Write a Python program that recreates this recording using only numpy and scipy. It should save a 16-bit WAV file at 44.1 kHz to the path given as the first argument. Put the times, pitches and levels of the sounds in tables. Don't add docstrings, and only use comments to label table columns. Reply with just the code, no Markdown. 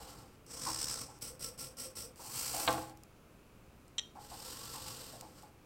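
import sys
import numpy as np
from scipy import signal
from scipy.fft import rfft, irfft
from scipy.io import wavfile

SR = 44100
rng = np.random.default_rng(int(sys.argv[2]) if len(sys.argv) > 2 else 0)


def store_pcm(level_fs):
    pcm = np.round(np.clip(level_fs, -1, 1) * 32767).astype(np.int16)
    wavfile.write(sys.argv[1], SR, np.atleast_2d(pcm).T)


N = 249247
TIME = np.arange(N) / SR


# pitch_hz, width_hz, level_db
FRAME_MODES = [(64.5, 31, 2.5), (124.5, 22, 8.5), (248, 136, 1), (465, 21, 5.5), (515.4, 5.2, 11.5),
               (666, 52, -12), (834, 44, -6.5), (1074, 50, -3.5), (1338, 15.6, -0.5), (1940, 180, -25)]

def servo(level_db, speed, colour, throb_db, hum_db, whine_db, overtone_db, hum_slope, teeth=24):
    size = len(speed)
    turns = np.cumsum(speed * (1 + 0.00816 * drift(60.6, size))) / SR
    tight_spot = np.cos(np.pi * turns) ** 4 * np.sqrt(speed / speed.max())
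    flutter_db = 1.36 * drift(170, size)
    throb = rms_one(from_db(throb_db * tight_spot + flutter_db))
    rattle = grains(size, spread_db=2.5)
    mesh_phase = 2 * np.pi * teeth * turns + .6 * drift(110, size)
    overtones = from_db(overtone_db) * (np.sin(mesh_phase) + np.sin(3 * mesh_phase))
    chatter = cut(coloured((rattle + overtones) * throb * from_db(level_db), colour), 550, "high")
    hum = from_db(hum_db) * rattle + from_db(whine_db) * np.sin(mesh_phase)
    shake = hum * throb * from_db(hum_slope * level_db)
    return chatter + sum(from_db(db) * resonate(shake, hz, width) for hz, width, db in FRAME_MODES)


def move(row, colour, creep_turns_per_s=12, db_per_decade=34, **voicing):
    start, run_up, cruise, run_down, top_speed, db = row
    out, age = np.zeros(N), span(0, run_up + cruise + run_down)
    ease_in = np.sin(np.pi / 2 * ramp(age, run_up))
    ease_out = np.cos(np.pi / 2 * ramp(age - run_up - cruise, run_down)) ** 2
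    speed = creep_turns_per_s + (top_speed - creep_turns_per_s) * ease_in * ease_out
    load_db = 1.78 * drift(30, len(age))
    level_db = db + db_per_decade * np.log10(speed / top_speed) + load_db
    add(out, start, servo(level_db, speed, colour, hum_slope=0.56, **voicing))
    return out


# start_s, run_up_s, cruise_s, run_down_s, top_turns_per_s, level_db
LEG_MOVES = [(0.0, 0.0034, 0.037, 0.32, 41, -56.5), (.462, .36, 0.044, 0.32, 73, -39.5),
             (2.16, .29, .15, 0.33, 59, -40), (4.15, .56, .16, .52, 48, -47.5),
             (5.35, 0.054, 0.0081, 0.085, 28, -62)]
# frequency_hz, relative_db
LIFT_EQ = [(900, -12), (1800, -17.5), (2300, -16), (3700, -14.5), (4600, -9), (5450, -1), (6550, -11.5),
           (7100, -9.5), (7450, -7), (8100, -1.5), (9100, -11), (11000, -21.5), (13200, -17.5),
           (15800, -24)]
LOWER_EQ = [(900, -7), (1800, -12), (2700, -7.5), (3600, -12.5), (4500, -2.5), (5600, -2.5), (6500, -7.5),
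            (7400, -2), (8400, 1), (9600, -10), (10300, -7), (11400, -12), (12700, -6.5), (15800, -11)]
SIT_EQ = [(900, -1), (2100, -9), (2900, 0), (3400, -3.5), (3800, -0.5), (4600, 2.5), (5300, 2.5),
          (6400, -5), (7600, 1.5), (8600, 2.5), (9600, -9.5), (11200, -8.5), (12700, -4), (15800, -13.5)]

def legs():
    settle, lift, lower, sit, nudge = LEG_MOVES
    return (move(settle, SIT_EQ, throb_db=1, hum_db=-11.5, whine_db=-47, overtone_db=-17)
            + move(lift, LIFT_EQ, throb_db=7, hum_db=-15, whine_db=-32, overtone_db=-15.5)
            + move(lower, LOWER_EQ, throb_db=4, hum_db=-18, whine_db=-31, overtone_db=-26)
            + sum(move(row, SIT_EQ, throb_db=3.5, hum_db=-14.5, whine_db=-31, overtone_db=-22.5)
                  for row in (sit, nudge)))


# start_s, level_db, run_up_s
PAW_STROKES = [(1.211, -43.5, 0.011), (1.394, -41, .033), (1.577, -42.5, .02), (1.769, -41, .031),
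               (1.953, -42.5, 0.021)]
# frequency_hz, relative_db
WAVE_EQ = [(900, -17.5), (1900, -13), (2900, -11.5), (3500, -14), (4600, -8), (5550, 0), (6550, -14.5),
           (7400, -8.5), (8200, 1.5), (9000, -8.5), (9800, -12), (11200, -10), (13000, -15), (15800, -14)]

def waving(drive_s=.075, brake_s=.012, coast_s=.085, rise_db=12.5, sag_db_per_s=55, fade_db_per_s=274):
    out = np.zeros(N)
    braking, coasting, end = np.cumsum([drive_s, brake_s, coast_s])
    age = span(0, end)
    turns_per_s = np.interp(age, [braking, coasting, end], [58, 21, 20.8])
    fall_db = sag_db_per_s * np.minimum(age, coasting) + fade_db_per_s * np.maximum(age - coasting, 0)
    for start, db, run_up in PAW_STROKES:
        level_db = db - rise_db * (1 - ramp(age, run_up)) - fall_db
        speed = turns_per_s * (1 + .025 * drift(45, len(age)))
        add(out, start, servo(level_db, speed, WAVE_EQ, throb_db=3.5, hum_db=-22.5,
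                              whine_db=-37, overtone_db=-27, hum_slope=0.41))
    return out


def foot_contacts(start_s, count=8, first_gap_s=.0013, spread=1.36, hard_hz=5200, soft_hz=950):
    lags = np.append(0, np.cumsum(first_gap_s * spread ** np.arange(count - 1)))
    level_db = -1 + 5 * ramp(lags, length_s=0.0021) - 480 * lags
    hardness_hz = soft_hz + (hard_hz - soft_hz) * np.exp(-lags / 0.01)
    return list(zip(start_s + lags, level_db, hardness_hz))


# start_s, relative_db, hardness_hz
REBOUND_HITS = [(2.735, -8, 806), (2.758, -20, 600), (2.7815, 0, 880), (2.81, -29, 688)]
# frequency_hz, relative_db
KNOCK_EQ = [(50, -5), (150, 0), (400, 5.5), (900, 9), (1600, -1), (2800, 1.5), (4300, 6), (5500, -24),
            (9000, -20), (16000, 2.5)]

def landing(land_s=2.6768, tip_s=.14, judder_s=.25, fade_db_per_s=102):
    blows, judder = np.zeros(N), np.zeros(N)
    for start, db, hardness_hz in foot_contacts(land_s) + list(REBOUND_HITS):
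        add(blows, start, from_db(db) * cut(signal.unit_impulse(SR // 100), hardness_hz, "low"))
    t = span(land_s - tip_s, land_s + judder_s)
    judder_db = np.where(t < land_s, -40.5, -25.5 - fade_db_per_s * (t - land_s))
    rattle = from_db(judder_db) * grains(len(t), spread_db=8.5)
    add(judder, t[0], cut(rattle, 650, "low", order=1))
    knock = coloured(blows + from_db(2) * judder, KNOCK_EQ)
    return from_db(-3) * knock + from_db(-45) * table_top(blows + judder)


# start_s, relative_db, pitch_hz, slip_count
FOOT_SCUFFS = [(0.0, -50.5, 780, 5), (.662, -32.5, 940, 1), (1.081, -49.5, 780, 1), (2.193, -47.5, 830, 2),
               (2.536, -38.5, 690, 2), (4.152, -43.5, 780, 1), (4.312, -43.5, 780, 1),
               (4.737, -43.5, 880, 1), (4.853, -50, 880, 1), (5.132, -47.5, 645, 1), (5.221, -46.5, 785, 1),
               (5.424, -51.5, 810, 1)]

def scuffs(slip_s=0.033, gap_s=0.056, loss_db=2, width_hz=215, trim_db=-5):
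    leg_ring, push, age = np.zeros(N), np.zeros(N), TIME[:SR // 8]
    envelope = np.interp(age, [0, .012, slip_s, slip_s + .03], [0.62, 0.81, 0.54, 0.1])
    for start, db, hz, count in FOOT_SCUFFS:
        for k in range(round(count)):
            at = start + k * gap_s
            friction = grains(len(age), spread_db=9.4)
            pressure = from_db(db + trim_db - k * loss_db) * envelope
            squeak = resonate(resonate(friction, hz, width_hz), hz, 2 * width_hz)
            add(leg_ring, at, pressure * rms_one(squeak))
            add(push, at, pressure * rms_one(cut(friction, 420, "low")))
    return leg_ring + from_db(-59) * table_top(leg_ring + from_db(3) * push)


# pitch_hz, relative_db, t60_s
TABLE_MODES = [(79, -11, 0.37), (121.6, -13, 0.75), (320, 2, 0.56), (475.4, -4.5, 0.25), (517.8, 0, 0.4),
               (648, 8, 0.048), (697, -6.5, 0.32), (761, 3, 0.24), (795, 3.5, 0.14), (829, 5.5, 0.4),
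               (878, -3, 0.16), (1050, 11.5, 0.069), (1175, -3.5, 0.21), (1350, 0.5, 0.15),
               (1490, 1.5, 0.067), (1555, 3, 0.098), (1980, -12, 0.12), (2310, -32, 0.061)]

def table_top(force):
    return ring_modes(force, TABLE_MODES)


# start_s, relative_db
SNAP_CATCHES = [(3.9816, -4), (3.9847, -2.5), (3.9891, -4), (3.9926, -4.5), (3.9937, -4.5)]
# pitch_hz, relative_db, t60_s
JOINT_MODES = [(1870, -24.5, 0.05), (2700, -40, .012), (2840, -27, .012), (3190, 1.5, 0.017),
               (3590, 5, 0.0085), (3740, 8, 0.0069), (4160, -5.5, 0.0055), (5610, -6.5, 0.016),
               (6010, 1, 0.012), (6100, -0.5, 0.0092), (6845, -5.5, 0.0087), (7460, -5.5, 0.013),
               (8770, -9, 0.021)]

def joint_snap(trim_db=-28, grit=0.21):
    force = np.zeros(N)
    for start, db in SNAP_CATCHES:
        add(force, start, from_db(db) * (signal.unit_impulse(SR // 20) + grit * burst(decay_s=0.0007)))
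    snap = cut(ring_modes(force, JOINT_MODES), 720, "high")
    return from_db(trim_db) * cut(snap, 6900, "low", order=4)


# start_s, relative_db
GEAR_TICKS = [(.465, -52.5), (1.1877, -54), (2.1588, -52), (2.7137, -48), (2.7282, -33), (2.8966, -50),
              (2.973, -51), (3.035, -48), (3.8806, -56.5), (5.2106, -38.5), (5.4244, -53)]

def backlash(trim_db=2.5):
    out = np.zeros(N)
    stroke_ticks = [(start + run_up, -46) for start, _, run_up in PAW_STROKES]
    for start, db in list(GEAR_TICKS) + stroke_ticks:
        add(out, start, from_db(db + trim_db) * burst(decay_s=0.0013))
    return cut(coloured(out, LOWER_EQ), 1700, "high")


def reverb(x, t60_s=0.32, predelay_s=.006, wet_db=-19):
    age = TIME[:SR // 2]
    decay = np.exp(-np.log(1000) * age / t60_s) * (age > predelay_s)
    tail = cut(noise(len(age)) * decay, 8000, "low")
    return x + from_db(wet_db) * signal.oaconvolve(x, tail / np.sqrt(np.sum(tail ** 2)))[:N]


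# frequency_hz, relative_db
ROOM_EQ = [(15, -3.5), (40, 3.5), (120, 2), (240, -1.5), (450, -5.5), (800, -12), (1300, -12.5),
           (1900, -20.5), (2500, -16.5), (3400, -24.5), (6000, -26.5), (16000, -30)]

def room_tone(level_db=-59.5):
    return from_db(level_db) * coloured(rng.standard_normal(N), ROOM_EQ)


def from_db(db):
    return 10 ** (np.asarray(db) / 20)


def rms_one(x):
    return x / np.sqrt(np.mean(x ** 2) + 1e-20)


def span(start, end):
    return TIME[int(max(start, 0) * SR):int(end * SR)]


def ramp(age, length_s):
    return np.clip(age / max(length_s, 1 / SR), 0, 1)


def add(track, start_s, sound):
    at = int(np.clip(start_s * SR, 0, N - 1))
    track[at:at + len(sound)] += sound[:N - at]


def noise(size):
    return np.random.default_rng(rng.integers(2 ** 32)).standard_normal(size)


def drift(rate_hz, size):
    knots = noise(size // 20)
    return np.interp(TIME[:size] * rate_hz, np.arange(len(knots)), knots)


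def grains(size, spread_db):
    return rms_one(noise(size) * from_db(spread_db * np.clip(noise(size), -2, 2)))


def burst(decay_s):
    age = TIME[:SR // 20]
    return noise(len(age)) * np.exp(-age / decay_s)


def coloured(x, eq, size=4096):
    hz, db = np.transpose(eq)
    bin_hz = np.arange(size // 2 + 1) * SR / size
    gain = rms_one(from_db(np.interp(np.log(bin_hz + 1), np.log(hz), db)))
    cepstrum = irfft(np.log(gain))
    cepstrum[1:size // 2] *= 2
    cepstrum[size // 2 + 1:] = 0
    return signal.oaconvolve(x, irfft(np.exp(rfft(cepstrum))))[:len(x)]


def cut(x, hz, kind, order=2):
    return signal.sosfilt(signal.butter(order, hz, kind, fs=SR, output="sos"), x + 1e-18)


def resonate(x, hz, width_hz):
    r, w = np.exp(-np.pi * width_hz / SR), 2 * np.pi * hz / SR
    return signal.lfilter(np.array([1, 0, -1]) * (1 - r * r) / 2, [1, -2 * r * np.cos(w), r * r], x + 1e-18)


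def ring_modes(force, modes):
    out = np.zeros(len(force))
    for k, (hz, db, t60) in enumerate(modes):
        r, w = np.exp(-np.log(1000) / (t60 * SR)), 2 * np.pi * hz / SR
        ring = signal.lfilter([0, np.sin(w)], [1, -2 * r * np.cos(w), r * r], force + 1e-18)
        out += (-1) ** k * from_db(db) * ring
    return out


def scene():
    robot = legs() + waving() + scuffs() + landing() + backlash() + joint_snap()
    return np.tile(reverb(robot) + room_tone(), (2, 1))


def record(dry, hiss_db=-88, cutoff_hz=15900):
    hissy = dry + from_db(hiss_db) * rng.standard_normal(dry.shape)
    return signal.sosfilt(signal.ellip(12, .1, 70, cutoff_hz, fs=SR, output="sos"), hissy)


dry = scene()
out = record(dry)
store_pcm(out)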